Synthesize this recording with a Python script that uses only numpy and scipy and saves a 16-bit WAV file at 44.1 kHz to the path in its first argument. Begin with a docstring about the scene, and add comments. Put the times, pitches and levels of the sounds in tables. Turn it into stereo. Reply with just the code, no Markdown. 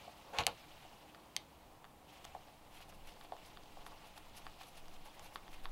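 """Screwdriver at a workbench

A screwdriver is dragged off a wooden board and lifted, set into a plastic connector block and turned.
Each contact rings plastic, bench and steel as sets of fading tones; the drag is rough grains shaking them.
Fingers slide on the handle (swells of hiss), sleeves rustle (fluttering noise) and arms make the board murmur.
A quiet hall rushes and hums behind (shaped noise) and the bench sways deeply (very low resonances).
The room adds echoes and a short tail; the sound is nearly mono, with a steady hiss on each side."""
import sys
import numpy as np
from scipy import signal
from scipy.fft import rfft, irfft, next_fast_len
from scipy.io import wavfile
from scipy.ndimage import uniform_filter1d, map_coordinates

SR = 44100
rng = np.random.default_rng(int(sys.argv[2]) if len(sys.argv) > 2 else 0)


def unload_wav(signal):
    """Save mono or channel-first audio to the path in sys.argv[1] as 16-bit WAV at rate SR, clipped to [-1, 1]."""
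    wavfile.write(
        sys.argv[1],
        SR,
        np.round(np.clip(np.atleast_2d(signal).T, -1, 1) * 32767).astype(np.int16),
    )


def voltage_ratio(decibels):
    """Convert decibels (scalar or array-like) to amplitude ratios, 20 dB per decade."""
    exponent = np.asarray(decibels, float) / 20
    return 10 ** exponent


N = 252163  # length in samples

# Touches of the tool. Each row: start in seconds, then levels in dB of plastic, first bench blow, steel tip.
CONTACTS = [(0.0776, -57, -41.5, -64), (0.3863, -17, -39, -30), (0.4364, -30.5, -62, -62),
            (0.4668, -23, -31, -13), (0.8498, -50, -45.5, -66), (1.1472, -39.5, -59, -59),
            (1.3648, -34.5, -50, -20), (1.8432, -40, -61, -58), (1.8509, -44, -62, -56),
            (2.2507, -37.5, -47, -40), (2.3487, -45, -36, -58), (2.4838, -51, -51.5, -69),
            (2.8047, -45, -52.5, -62), (2.8841, -57, -53, -61), (2.9245, -47, -60, -66),
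            (3.2116, -40, -67, -80), (3.2474, -44, -50.5, -65), (3.3208, -39, -32, -66),
            (3.3662, -44, -80, -56), (3.5721, -38, -57, -71), (3.7698, -53, -45.5, -67),
            (3.8649, -34.5, -50, -58), (4.1769, -38, -46.5, -58), (4.4667, -33.5, -48.5, -64),
            (4.612, -40, -52, -54), (4.633, -45, -62, -46), (4.8821, -45, -55, -48.5),
            (5.0557, -74, -54.5, -59), (5.1949, -43, -59, -43), (5.3582, -28, -54, -64),
            (5.48, -41, -62, -62), (5.5307, -44, -62, -62), (5.6555, -29, -54, -68)]
# Fingers sliding on the handle. Each row: loudest moment in seconds, time from there to 28 dB down
# in seconds, hiss level in dB, level of the duller rub in dB over the hiss.
SLIDES = [(2.143, 0.045, -76.5, 11), (2.246, 0.0058, -69.5, 21), (2.761, 0.076, -70, 9.5),
          (2.824, 0.03, -75.5, 17), (2.897, 0.018, -63.5, -1), (2.947, 0.02, -70, 2.5),
          (3.088, 0.041, -71, 12), (3.2, 0.018, -67, -1), (3.238, 0.021, -69, -4),
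          (3.467, 0.022, -66.5, -11), (3.868, 0.027, -63.5, -16), (4.072, 0.052, -73, 7.0),
          (4.173, 0.028, -66, 5.0), (4.377, 0.029, -59, 0.5), (4.465, 0.03, -72, 6),
          (4.619, 0.051, -71, 13.5), (4.681, 0.045, -67.5, 2), (4.774, 0.044, -68, 7.5),
          (4.94, 0.049, -76, 14.5), (5.061, 0.025, -65, 4), (5.148, 0.018, -73, 3), (5.25, 0.048, -63.5, 6),
          (5.351, 0.026, -63, -1), (5.537, 0.046, -69.5, 9), (5.645, 0.019, -66.5, 6.5)]
# The handle scraping the board, jerking free, then rattling after its knock. Each row: start in seconds,
# time until the fade in seconds, then levels in dB of board, grit in the handle, thump of the frame.
SCRAPES = [(0.331, 0.062, -46, -48, -67), (0.383, 0.021, -39.5, -43, -49.5),
           (0.467, 0.0069, -39, -62, -56.5)]
# How the wooden board rings. Each row: pitch in Hz, width in Hz, strength in dB.
BENCH_MODES = [(535, 117, -0.5), (708, 52, 2), (852, 68, 2.5), (1109, 102, -2), (1380, 240, -10.5)]
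# How the bench legs ring. Each row: pitch in Hz, width in Hz, strength in dB.
FRAME_MODES = [(59.4, 12, 4), (146, 36, 2), (313, 120, -15)]
# How the plastic connector block rings. Each row: pitch in Hz, width in Hz, strength in dB.
BLOCK_MODES = [(1144, 180, 2), (1864, 340, 1.5), (2500, 1270, 5.5), (3530, 400, 1), (4530, 240, -7)]
# How the plastic handle rings. Each row: pitch in Hz, width in Hz, strength in dB.
HANDLE_MODES = [(1880, 1400, -1), (2860, 320, 7), (2900, 360, 0.5), (3600, 1100, 3), (4400, 610, 4),
                (5500, 300, -16), (7040, 280, -25)]
# How the steel tip rings. Each row: pitch in Hz, width in Hz, strength in dB.
TIP_MODES = [(2096, 256, -5.5), (3110, 160, -7.5), (3734, 186, -8), (4700, 930, 9), (6530, 710, 5.5),
             (7820, 200, -15), (8660, 400, -9.5), (11260, 720, -5.5), (12560, 770, -12)]
# Tone colour of skin on plastic. Each row: frequency in Hz, relative level in dB.
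SKIN_COLOUR = [(3000, -31), (5000, -1.5), (8000, -9), (11000, -1), (13000, -6), (16000, -28)]
# Tone colour of cloth, also of the dull finger rub. Each row: frequency in Hz, relative level in dB.
CLOTH_COLOUR = [(300, -59), (700, 2), (1100, -3), (1600, -7), (2800, -0.5), (4500, -7.5), (7000, -15),
                (12000, -20.5)]
# How busily the arms move. Each row: time in seconds, cloth level in dB before its flutter.
EFFORT = [(0, -61.5), (.2, -63), (.85, -63.5), (1.2, -68.5), (1.7, -74), (1.95, -90), (2.1, -65.5),
          (2.3, -65.5), (2.7, -72.5), (2.9, -69), (3.3, -65.5), (4.7, -65), (4.92, -66.5), (5.37, -64),
          (5.72, -66)]
# A forearm leans on the board. Each row: loudest moment in seconds, time from there to 28 dB down
# in seconds, level in dB before its wobble.
LEANS = [(0.016, 0.22, -66.5), (0.337, 0.12, -62.5), (0.87, .25, -79), (1.295, 0.37, -73.5),
         (3.202, .2, -69.5), (3.933, 0.32, -66), (5.08, 0.042, -61.5), (5.234, 0.11, -62),
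         (5.384, 0.15, -69), (5.68, 0.11, -68)]
# Pushes that sway the bench. Each row: moment the sway peaks in seconds, level there in dB.
PUSHES = [(.74, -59), (1.96, -65), (2.37, -63.5), (2.78, -60), (3.08, -53.5), (3.4, -62), (3.6, -54.5),
          (3.87, -52), (4.14, -57), (4.46, -51.5), (4.97, -53), (5.25, -54), (5.66, -45)]
# Tone colour of the hall's air. Each row: frequency in Hz, relative level in dB.
HALL_COLOUR = [(15, -33), (30, -1), (70, -4.5), (150, -3), (300, -8), (450, -8.5), (800, -4), (1100, -9.5),
               (1500, -18.5), (3000, -20.5), (6000, -31), (16000, -33)]
# Steady hums of the hall. Each row: pitch in Hz, level in dB, width of each of two resonances in Hz.
HUMS = [(68.1, -74.5, 3.7), (306.7, -75, 14.6), (13700, -106, 6.6)]
# Echoes off near surfaces. Each row: delay in seconds, level in dB before absorption.
ECHOES = [(.0012, -19.5), (.0028, -16), (0.0091, -12), (.017, -24)]
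# How long the room's tail lasts. Each row: frequency in Hz, time to fall by 60 dB in seconds.
REVERB_TIME = [(200, 0.29), (1000, 0.17), (4000, 0.22), (12000, 0.11)]
# What the walls give back. Each row: frequency in Hz, gain in dB.
WALL_GAIN = [(300, 2), (4000, -5.5), (7000, -16.5), (14000, -9)]
# Side smear: a faint noisy left-right difference that follows the sound's level.
# Each row: frequency in Hz, side level over the middle in dB.
SIDE_SMEAR_DB = [(20, -41), (300, -34), (700, -33.5), (2000, -27), (6000, -25), (16000, -22)]
# Tone colour of the steady hiss. Each row: frequency in Hz, relative level in dB.
HISS_COLOUR = [(10, -11), (200, -4.5), (1300, -9), (2400, -8.5), (16000, -10.5)]

LIFTED_S = 0.5  # contacts before this ring the handle, later ones the block
BOUNCE_S, BOUNCE_LOSS_DB = 0.013, 7.5  # the bench blow repeats in small hops: average gap, loss per hop
SCATTER_DB = 1.5  # how much the strength of each mode varies from blow to blow
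TURNING_S, FAINT_PER_S, FAINT_DB = 2.7, 5, -57  # faint ticks: first moment, density, base level
SCRAPE_ATTACK_S, WOOD_FADE_DB_PER_S, GRIT_FADE_DB_PER_S = 0.0049, 447, 598
GRIT_GROWS_DB_PER_S = 200  # while the first scrape gathers speed
BOARD_DB, BOARD_FOLLOWS = -73.5, 0.27  # murmur at mean effort before its wobble; dB per dB of effort
SWAY_GROWS_DB_PER_S, SWAY_DIES_DB_PER_S = 37, 54
TOP_HZ = 15800  # nothing above this is kept


def unit(x):
    """Scale to an average (rms) level of 1."""
    return x / np.sqrt(np.mean(x ** 2) + 1e-20)


def along(points, hz):
    """Read (Hz, value) points at any frequency, on a log axis."""
    point_hz, value = np.transpose(points)
    return np.interp(np.log(hz + 1), np.log(point_hz + 1), value)


def wobble(rate):
    """A smooth random curve with this many random points a second."""
    points = rng.standard_normal(int(N * rate / SR) + 4)
    return map_coordinates(points, [np.arange(N) * rate / SR])


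def filtered(x, response):
    """Multiply the spectrum of x by a response, given as a function of frequency."""
    size = next_fast_len(N + SR // 2)
    hz = np.fft.rfftfreq(size, 1 / SR)
    return irfft(rfft(x, size) * response(hz), size)[..., :N]


def coloured(x, colour):
    """Give x a tone colour, at rms 1."""
    return unit(filtered(x, lambda hz: voltage_ratio(along(colour, hz))))


def noise(colour):
    """Steady noise of one tone colour, at rms 1."""
    return coloured(rng.standard_normal(N), colour)


def resonant(x, modes):
    """Send x through a body's resonances; neighbouring ones push against each other."""
    def response(f):
        total = 0
        for k, (centre, width, db) in enumerate(modes):
            damping = 1j * f * width
            total = total + (-1) ** k * voltage_ratio(db) * damping / (centre ** 2 - f ** 2 + damping)
        return total
    return filtered(x, response)


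def grains(per_s, spread_db):
    """Tiny impacts of uneven size at random moments."""
    happens = rng.random(N) < per_s / SR
    return happens * rng.standard_normal(N) * voltage_ratio(spread_db * rng.exponential(size=N))


def patchy(x, depth_db):
    """Random patches of gain over time and frequency, at rms 1."""
    z = signal.stft(x, nperseg=256)[2]
    field = uniform_filter1d(rng.standard_normal(z.shape), size=9, axis=0)
    field = uniform_filter1d(field, size=5, axis=1)
    return unit(signal.istft(z * voltage_ratio(depth_db * unit(field)), nperseg=256)[1][:N])


def swell(s, length, db):
    """A bell-shaped loudness curve, loudest at s."""
    return voltage_ratio(db) * np.exp(-3.2 * ((np.arange(N) / SR - s) / length) ** 2)


def ring(modes, contact_s):
    """One blow on a body: wider modes die faster, strengths and pitches vary a little; peak 1."""
    t = np.arange(SR // 10) / SR
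    hz, width, db = np.transpose(modes)[:, :, None]
    luck = rng.standard_normal((2, len(modes), 1))
    sign = (-1) ** np.arange(len(modes))[:, None]  # neighbouring modes push against each other
    strength = sign * voltage_ratio(db + SCATTER_DB * luck[0])
    tones = np.sin(2 * np.pi * hz * (1 + luck[1] / 50) * t)
    x = np.sum(strength * np.exp(-np.pi * width * t) * tones, axis=0)
    x = x * (1 - np.exp(-t / contact_s))  # a longer touch starts more softly
    return x / np.abs(x).max()


def contacts():
    """Every contact rings plastic, bench and steel tip, each at its own level."""
    out = np.zeros(N + SR)
    t = np.arange(SR // 10) / SR
    edge = np.array([1, 3, 2, -2, -3, -1]) / 5  # a smoothed step keeps the middle treble
    for s, plastic_db, bench_db, tip_db in CONTACTS:
        plastic = ring(HANDLE_MODES if s < LIFTED_S else BLOCK_MODES, 0.0001)
        chatter = np.convolve(rng.standard_normal(len(t)), edge)[:len(t)]
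        crack = 0.32 * chatter * np.exp(-t / 0.0011)  # hard edges chatter for a moment
        steel = ring(TIP_MODES, 0.00026) + crack
        out[round(s * SR):][:len(t)] += voltage_ratio(plastic_db) * plastic + voltage_ratio(tip_db) * steel
        for hop in range(4):
            moment = s + hop * BOUNCE_S * rng.uniform(0.8, 1.2)
            blow = voltage_ratio(bench_db - hop * BOUNCE_LOSS_DB) * ring(BENCH_MODES, 0.00022)
            out[round(moment * SR):][:len(t)] += blow
    return out[:N]


def faint_ticks():
    """The tip shifts in the screw slot: small uneven ticks at random once the screw turns."""
    blows = grains(FAINT_PER_S, 1.5) * (np.arange(N) > TURNING_S * SR)
    return voltage_ratio(FAINT_DB) * signal.fftconvolve(blows, ring(TIP_MODES, 0.00029))[:N]


def drag():
    """Stick-slip grains shake board, frame, handle and tip; each scrape bites, holds and fades."""
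    t = np.arange(N) / SR
    board, grit, thump = np.zeros((3, N))
    for k, (s, hold, board_db, grit_db, thump_db) in enumerate(SCRAPES):
        bite = np.clip((t - s) / SCRAPE_ATTACK_S, 0, 1)
        fading_s = np.clip(t - s - hold, 0, 1)
        board += voltage_ratio(board_db - WOOD_FADE_DB_PER_S * fading_s) * bite
        thump += voltage_ratio(thump_db - WOOD_FADE_DB_PER_S / 2 * fading_s) * bite
        still_growing_s = np.clip(s + hold - t, 0, 1) * (k == 0)  # only the first scrape grows
        grit += voltage_ratio(grit_db - GRIT_GROWS_DB_PER_S * still_growing_s - GRIT_FADE_DB_PER_S * fading_s) * bite
    slips = grains(7000, 2)
    gritty = unit(resonant(slips, HANDLE_MODES)) + 0.48 * unit(resonant(slips, TIP_MODES))
    wood = board * unit(resonant(slips, BENCH_MODES)) + thump * unit(resonant(slips, FRAME_MODES))
    return wood + grit * gritty


def slides():
    """Each slide is a short swell of skin hiss with a duller rub under it."""
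    bright, dull = np.zeros((2, N))
    for s, length, hiss_db, dull_db in SLIDES:
        bell = swell(s, length, hiss_db)
        bright += bell
        dull += voltage_ratio(dull_db) * bell
    ridges = coloured(grains(1500, 2.5), SKIN_COLOUR)  # skin ridges catch one by one
    hiss = unit(patchy(noise(SKIN_COLOUR), 2.5) + 0.6 * ridges)
    rub = patchy(noise(CLOTH_COLOUR), 1.0)
    return voltage_ratio(2.0 * wobble(150)) * (bright * hiss + dull * rub)


def rustle():
    """Cloth fibres flutter and crackle, louder as the arms work harder."""
    cloth_db = np.interp(np.arange(N) / SR, *np.transpose(EFFORT))
    crackle = coloured(grains(300, 2.64), CLOTH_COLOUR)
    flutter_db = wobble(12) + wobble(40)
    return voltage_ratio(cloth_db + flutter_db) * (patchy(noise(CLOTH_COLOUR), 2.3) + 0.2 * crackle)


def board_murmur():
    """Arms resting on the board feed it small grains, and it murmurs at its own modes."""
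    cloth_db = np.interp(np.arange(N) / SR, *np.transpose(EFFORT))
    resting = voltage_ratio(BOARD_DB + BOARD_FOLLOWS * (cloth_db - cloth_db.mean()))
    leaning = sum(swell(*lean) for lean in LEANS)
    murmur = unit(resonant(grains(1500, 1.23), BENCH_MODES))
    return (resting + leaning) * voltage_ratio(2.16 * wobble(25)) * murmur


def bench_sway():
    """Very low resonances of the bench, growing up to each push and dying after it."""
    modes = [(11.4, 2.4, -4), (18.5, 3.4, -9), (30.3, 2.2, -17.5)]  # Hz, width in Hz, dB
    sway = unit(resonant(rng.standard_normal(N), modes))
    push_s, push_db = np.transpose(PUSHES)[:, :, None]
    since = np.arange(N) / SR - push_s  # negative before the push
    swing_db = push_db + np.minimum(SWAY_GROWS_DB_PER_S * since, -SWAY_DIES_DB_PER_S * since)
    return voltage_ratio(swing_db.max(axis=0)) * sway


def hall():
    """Ventilation rush as shaped noise, with a few hums made by narrow resonances."""
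    out = voltage_ratio(-62) * patchy(noise(HALL_COLOUR), 0.54)
    for hz, db, width in HUMS:
        mode = [(hz, width, 0)]
        hum = resonant(resonant(rng.standard_normal(N), mode), mode)
        out = out + voltage_ratio(db) * unit(hum)
    return out


def room(x):
    """Near surfaces echo and a tail of noise follows, each frequency dying at its own speed."""
    early = sum(voltage_ratio(db) * np.pad(x, (round(s * SR), 0))[:N] for s, db in ECHOES)
    hz, t, z = signal.stft(rng.standard_normal(SR // 2), SR, nperseg=256)
    fade = voltage_ratio(-60 * t / along(REVERB_TIME, hz)[:, None])
    tail = signal.istft(z * fade, SR, nperseg=256)[1]
    late = signal.fftconvolve(np.pad(x, (200, 0)), tail / np.linalg.norm(tail))[:N]
    return filtered(early + voltage_ratio(-10.5) * late, lambda hz: voltage_ratio(along(WALL_GAIN, hz)))


def scene():
    """Hands and tool in the room, alike on both sides."""
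    near = contacts() + faint_ticks() + drag() + slides()
    mid = near + room(near) + rustle() + board_murmur() + hall() + bench_sway()
    return np.array([mid, mid])


def roll_off(x):
    """The treble ends steeply here."""
    return signal.sosfilt(signal.butter(12, 16520, fs=SR, output="sos"), x)


def record(dry):
    """A faint smeared copy is added left and taken away right, and each side gets its own hiss."""
    t = np.arange(SR // 50) / SR
    smear = rng.standard_normal(len(t)) * np.exp(-t / 0.0041)
    smeared = signal.fftconvolve(dry[0], smear / np.linalg.norm(smear))[:N]
    side = filtered(smeared, lambda hz: voltage_ratio(along(SIDE_SMEAR_DB, hz)))
    hiss = voltage_ratio(-70) * np.array([noise(HISS_COLOUR), noise(HISS_COLOUR)])
    both = dry + side * [[1], [-1]] + hiss
    mix = filtered(both, lambda hz: hz < TOP_HZ)
    return roll_off(mix)


dry = scene()
out = record(dry)
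unload_wav(out)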